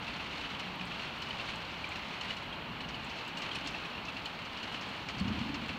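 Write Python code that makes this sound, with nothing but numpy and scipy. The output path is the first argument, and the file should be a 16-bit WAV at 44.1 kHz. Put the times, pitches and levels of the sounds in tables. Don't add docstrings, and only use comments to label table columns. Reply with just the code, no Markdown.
import sys
import numpy as np
from scipy import signal
from scipy.fft import rfft, irfft, next_fast_len
from scipy.io import wavfile
from scipy.ndimage import uniform_filter1d, map_coordinates

SR = 44100
rng = np.random.default_rng(int(sys.argv[2]) if len(sys.argv) > 2 else 0)


def wav_record(signal):
    frames = np.transpose(np.atleast_2d(signal))
    bounded = np.clip(frames, -1, 1)
    quanta = np.round(bounded * 32767).astype(np.int16)
    wavfile.write(sys.argv[1], SR, quanta)


def rack_gain(trim_db):
    fader = np.asarray(trim_db, float)
    return 10 ** (fader / 20)


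N = 254898


def unit(x):
    return x / np.sqrt(np.mean(x ** 2) + 1e-20)


def curves(rows):
    s, *cols = np.transpose(rows)
    return [np.interp(np.arange(N) / SR, s, c) for c in cols]


def wobble(rate_hz):
    knots = rng.standard_normal(int(N * rate_hz / SR) + 4)
    return map_coordinates(knots, [np.arange(N) * rate_hz / SR])


def coloured(x, points):
    m = next_fast_len(N + 8192)
    f, db = np.transpose(points)
    log_hz = np.log(np.fft.rfftfreq(m, 1 / SR) + 1)
    gain = rack_gain(np.interp(log_hz, np.log(f), db))
    return irfft(rfft(x, m) * gain, m)[:N]


def noise(points):
    return unit(coloured(rng.standard_normal(N), points))


def swell(t, rise_s, t60_s):
    return (1 - np.exp(-t / rise_s)) * rack_gain(-60 * t / t60_s)


def tone(hz, t):
    return np.sin(2 * np.pi * hz * t)


def add(track, s, sound):
    part = track[round(s * SR):][:len(sound)]
    part += sound[:len(part)]


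# time in seconds, level in dB.
RAIN_STRENGTH = [(0, -44), (0.4, -43.5), (0.74, -46), (1.02, -43.5), (1.15, -45.5), (1.5, -43.5),
                 (1.8, -46), (2.3, -43.5), (2.62, -50), (3.2, -44), (3.34, -47.5), (3.45, -43.5),
                 (3.9, -46), (4.4, -46), (4.78, -44), (5.4, -45), (5.7, -45), (5.78, -45.5)]


def strength_db():
    db, = curves(RAIN_STRENGTH)
    return db - db.mean()


# frequency in Hz, density in dB per Hz.
FAR_COLOUR = [(15, -54), (25, -38), (60, -6.5), (177, 0.5), (251, -2.5), (470, -6), (775, -3), (879, -0.5),
              (1380, -4), (1860, -8), (2860, -2.5), (3760, -13.5), (4260, -11.5), (4960, -25),
              (10000, -44.5), (13000, -82), (22000, -120)]


def far_rain():
    unsteady_db = 0.6 * wobble(5.28) + 0.25 * wobble(30)
    level_db = -43 + 0.12 * strength_db() + unsteady_db
    return rack_gain(level_db) * noise(FAR_COLOUR)


# start, rise, hold and fall in seconds, push in dB.
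GUST_PUSHES = [
    (2.66, 0.05, 0.25, 0.085, 4),
    (3.515, 0.091, 0.12, .15, 2.5),
    (5.087, 0.1, 0.17, 0.68, 11),
]


def gust_db():
    now = np.arange(N) / SR
    push_db = np.zeros(N)
    for s, rise_s, hold_s, fall_s, db in GUST_PUSHES:
        corners_s = np.cumsum([0, rise_s, hold_s, fall_s])
        push_db += db * np.interp(now - s, corners_s, [0, 1, 1, 0])
    return push_db


# frequency in Hz, density in dB per Hz.
BOOM_COLOUR = [(60, -49), (110, -6), (170, 0.5), (220, -1), (290, -2), (350, -12), (600, -63)]
# frequency in Hz, density in dB per Hz.
RUMBLE_COLOUR = [(20, -41), (45, -7), (65, 0), (95, -5.5), (130, -10), (200, -57)]


def boom_and_rumble():
    push_db = gust_db()
    boom = rack_gain(-54 + push_db + 1.03 * wobble(7)) * noise(BOOM_COLOUR)
    rumble = rack_gain(-61 + 0.78 * push_db + 2.5 * wobble(4.0)) * noise(RUMBLE_COLOUR)
    return boom + rumble


# time in seconds, pitch in Hz, level in dB.
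HUM_TRACK = [
    (0.64, 180, -65),
    (0.68, 180.4, -38.5),
    (0.752, 188.3, -56),
    (0.808, 186, -41),
    (0.898, 172, -45.5),
    (0.94, 172, -52),
]


def panel_hum():
    hz, db = curves(HUM_TRACK)
    now = np.arange(N) / SR
    to_edge_s = np.minimum(now - HUM_TRACK[0][0], HUM_TRACK[-1][0] - now)
    gate = np.clip(to_edge_s / 0.063, 0, 1)
    return gate * rack_gain(db - 1) * np.sin(2 * np.pi * np.cumsum(hz) / SR)


# time in seconds, peak in dB, mode in Hz.
FRAME_THUMPS = [(2.699, -39, 71), (3.079, -39, 124), (5.214, -26.5, 75.5), (5.25, -25.5, 92),
                (5.269, -27, 123), (5.3, -29, 71.5), (5.359, -31, 119), (5.37, -28.5, 85.5),
                (5.536, -46, 114), (5.57, -34, 124), (5.679, -37, 95)]


def frame_thumps():
    out = np.zeros(N)
    t = np.arange(SR // 4) / SR
    for s, db, hz in FRAME_THUMPS:
        add(out, s - .005, rack_gain(db) * swell(t, 0.015, 0.15) * tone(hz, t))
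    return out


# time in seconds, peak in dB, ring in Hz.
PANEL_FLAPS = [(2.701, -37, 225), (2.791, -40.5, 218), (3.079, -37, 253), (3.658, -36.5, 285),
               (5.161, -34, 217), (5.19, -34, 188), (5.214, -21.5, 197), (5.252, -24, 208),
               (5.269, -26, 235), (5.307, -25.5, 215), (5.374, -33, 288), (5.415, -26, 232),
               (5.459, -28, 225), (5.498, -27, 275), (5.537, -29.5, 284), (5.571, -31.5, 226),
               (5.628, -33, 230), (5.708, -38, 245), (5.749, -33.5, 225)]


def panel_flaps():
    out = np.zeros(N)
    t = np.arange(SR // 4) / SR
    for s, db, hz in PANEL_FLAPS:
        t60_s = 0.097 * rack_gain(-0.069 * (db + 36))
        add(out, s - .005, rack_gain(db + 4) * swell(t, 0.0086, t60_s) * tone(hz, t))
    return out


def shaking(count, spread_db, t60_s):
    draw = rng.random((count, 2))
    at = (draw[:, 0] * N).astype(int)
    power = rack_gain(-2 * spread_db * np.log(draw[:, 1] + .015))
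    kicks = np.bincount(at, power, N)
    decay = swell(np.arange(SR // 5) / SR, 0.0013, t60_s) ** 2
    return np.sqrt(abs(signal.fftconvolve(kicks, decay)[:N]))


# frequency in Hz, density in dB per Hz.
SHEET_COLOUR = [(410, -7.5), (700, -6), (999, -4.5), (1860, -2.5), (2380, 1.5), (2970, 1), (3710, -4),
                (4340, -3), (4960, -14), (10000, -34), (13000, -51), (22000, -120)]
# frequency in Hz, density in dB per Hz.
SPRAY_COLOUR = [(3500, -39), (5000, 0), (7000, -10.5), (9000, -38), (10300, -37), (11500, -32),
                (15800, -42)]


def patter():
    shake = unit(shaking(count=800, spread_db=0.0, t60_s=0.22))
    ticks = unit(shaking(count=500, spread_db=2.8, t60_s=0.025))
    bursts = unit(shaking(count=300, spread_db=3.5, t60_s=0.059))
    sheet = unit((shake + 0.4 * ticks) * noise(SHEET_COLOUR))
    spray = unit((shake + 0.29 * ticks + bursts) * noise(SPRAY_COLOUR))
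    return rack_gain(-48.5 + 2.5 * strength_db()) * (sheet + rack_gain(-21.0) * spray)


# time in seconds, peak in dB.
DROPLET_CLICKS = [(0.183, -58), (0.598, -55), (0.7582, -48), (1.1847, -52), (1.2191, -51), (1.957, -49),
                  (2.306, -56), (3.281, -50), (3.555, -50), (3.674, -53), (3.823, -58), (4.2547, -48),
                  (4.9636, -54)]


def clicks():
    snaps = np.zeros(N)
    t = np.arange(130) / SR
    for s, db in DROPLET_CLICKS:
        add(snaps, s, rack_gain(db + 2) * swell(t, .0002, .006) * rng.standard_normal(130))
    return coloured(snaps, [(6000, -40), (7500, -7), (10000, -1), (15500, -4)])


# time in seconds, peak in dB, centre in Hz.
BRIGHT_SPLASHES = [(0.3726, -59, 7370), (0.411, -69, 7220), (0.5965, -51.5, 7860), (0.8535, -47, 7800),
                   (1.2206, -49, 7010), (1.2905, -58, 8390), (1.5579, -48, 7120), (1.8906, -45, 7000),
                   (1.9684, -52, 6950), (2.2114, -51, 6910), (2.2443, -56, 8410), (2.3675, -48, 7200),
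                   (2.4279, -57, 7100), (3.0465, -46, 7200), (3.2795, -47, 7040), (3.3737, -51, 7220),
                   (3.384, -46, 7650), (3.4174, -45, 7010), (3.5174, -56, 7150), (3.5483, -46, 6860),
                   (3.5574, -46, 8350), (3.6496, -51, 7120), (3.6731, -40, 7300), (3.7084, -49, 6940),
                   (4.2552, -47, 7060), (4.7242, -52, 7520), (4.8898, -50, 7130), (5.199, -46, 7560),
                   (5.5438, -62, 7330), (5.685, -47, 6800)]
# frequency in Hz, density in dB per Hz.
MIST_COLOUR = [(9500, -40), (10500, -10), (11200, 2), (16000, -2)]


def splashes():
    ping, mist = np.zeros((2, N))
    t = np.arange(SR // 8) / SR
    for s, db, hz in BRIGHT_SPLASHES:
        burst_and_tail = 2.6 * swell(t, 0.0018, 0.015) + swell(t, .003, .055)
        flutter = unit(uniform_filter1d(rng.standard_normal(len(t)), size=22))
        add(ping, s - .002, rack_gain(db - 7.5) * burst_and_tail * flutter * tone(hz, t))
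        mist_db = -66 + 0.3 * (db + 50)
        add(mist, s - .002, rack_gain(mist_db) * swell(t, .003, 0.053))
    ping = coloured(ping, [(5000, -30), (6500, -3), (9500, 2.5), (11000, -30)])
    return ping + mist * noise(MIST_COLOUR)


# time in seconds, peak in dB, ring in Hz, noisy shake in dB.
DRY_DROPS = [(0.08, -29.5, 2680, -6), (0.1064, -36, 2450, -8), (0.199, -30.5, 2650, -11),
             (0.7976, -33, 2910, -18), (0.8113, -28.5, 2500, -8), (0.9171, -28, 2640, -7),
             (0.9727, -35, 2860, -11), (0.9993, -29.5, 2820, -10), (1.271, -32, 2880, -14),
             (1.3078, -26.5, 2990, -10), (1.3977, -26, 2720, -9), (1.8428, -25.5, 2370, -10.5),
             (1.9187, -30.5, 2340, -5.5), (2.306, -26, 2910, -5.5), (2.5274, -31.5, 3220, -6),
             (2.8045, -30.5, 2930, -4), (2.8459, -34, 2870, -7), (2.9442, -29, 2955, -6.5),
             (3.515, -27.5, 3200, -9), (3.747, -26.5, 2660, -9), (3.8512, -32.5, 2500, -5),
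             (3.9514, -32.5, 2740, -10), (4.0844, -28.5, 2670, -5.5), (4.167, -29, 2710, -7),
             (4.4179, -35, 2750, -7), (4.674, -38, 2860, 0), (4.7443, -29.5, 2990, -5.5),
             (5.2017, -32, 4400, -14), (5.4918, -33, 2610, -9), (5.692, -28.5, 2690, -5)]
# time in seconds, peak in dB, ring in Hz, spray in dB.
WET_DROPS = [(0.3765, -41, 2330, -23), (0.448, -33.5, 2900, -30), (0.5975, -33, 2950, -17),
             (1.2222, -32, 3020, -20), (1.6496, -36, 2520, -20), (1.71, -43, 2630, -25),
             (1.9583, -29, 2750, -24), (2.212, -29, 2970, -21), (2.3695, -35, 2900, -20),
             (2.888, -34, 2900, -16), (3.099, -40, 2780, -14), (3.187, -33, 2620, -23),
             (3.2826, -36, 2960, -21), (3.3725, -30.5, 2820, -17), (3.4204, -29.5, 2750, -19.5),
             (3.5535, -31, 2580, -17), (3.6608, -33, 3200, -22), (3.6745, -33.5, 2760, -11.5),
             (4.0542, -37, 2630, -15), (4.258, -26.5, 3030, -26), (4.452, -34.5, 2870, -21),
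             (4.5724, -37.5, 2900, -20), (4.6304, -29.5, 2860, -23), (4.7252, -35, 2930, -24),
             (4.813, -37.5, 2770, -12), (5.0886, -29, 2350, -18), (5.185, -40, 2750, -11),
             (5.2799, -33.5, 2920, -19), (5.3901, -37, 3050, -16), (5.5448, -32, 2750, -17)]
# frequency in Hz, density in dB per Hz.
UPPER_COLOUR = [(3300, -42), (3800, -9), (4300, 12), (4700, 5), (5100, -40)]


def heavy_drops():
    drops = []
    for s, db, hz, shake_db in DRY_DROPS:
        drops.append((s, db, hz, -37, -22.5, shake_db))
    for s, db, hz, spray_db in WET_DROPS:
        upper_db = -8.5 + 0.3 * (spray_db + 18.5)
        shake_db = -3.5 + 0.3 * (spray_db + 15.5)
        drops.append((s, db, hz, spray_db, upper_db, shake_db))

    shake, upper, spray, ring = np.zeros((4, N))
    t = np.arange(SR // 5) / SR
    strike = swell(t, .003, .04) ** 2
    for s, db, hz, spray_db, upper_db, shake_db in drops:
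        t60_s = .045 * rack_gain(0.36 * (shake_db + 21.5))
        add(shake, s - .002, rack_gain(db + shake_db) * swell(t, 0.0059, t60_s))
        add(upper, s - .001, rack_gain(db + upper_db - 2.5) * swell(t, 0.001, 0.04))
        add(spray, s - .003, rack_gain(db + spray_db - 0.5) * swell(t, 0.001, t60_s))
        add(ring, s - .002, rack_gain(db + 11) * strike * tone(hz, t))
    noisy = shake * noise(SHEET_COLOUR) + upper * noise(UPPER_COLOUR) + spray * noise(SPRAY_COLOUR)
    return noisy + ring


def scene():
    roof = boom_and_rumble() + panel_hum() + frame_thumps() + panel_flaps()
    rain = far_rain() + patter() + clicks() + splashes() + heavy_drops()
    return (roof + rain)[None]


def low_pass(x):
    return signal.sosfilt(signal.butter(12, 16790, fs=SR, output="sos"), x)


# frequency in Hz, density in dB per Hz.
MIC_COLOUR = [(5000, -40), (8500, 1), (10000, 4), (10400, -9), (10900, 8), (11500, 9), (14000, 9),
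              (15000, 11.5), (15500, 9), (16000, 1)]


def record(dry):
    top_hz = 15770
    with_hiss = dry[0] + rack_gain(-77) * noise(MIC_COLOUR)
    heard = coloured(with_hiss, [(top_hz - 20, 0), (top_hz + 20, -60)])
    return low_pass(heard[None])


dry = scene()
out = record(dry)
wav_record(out)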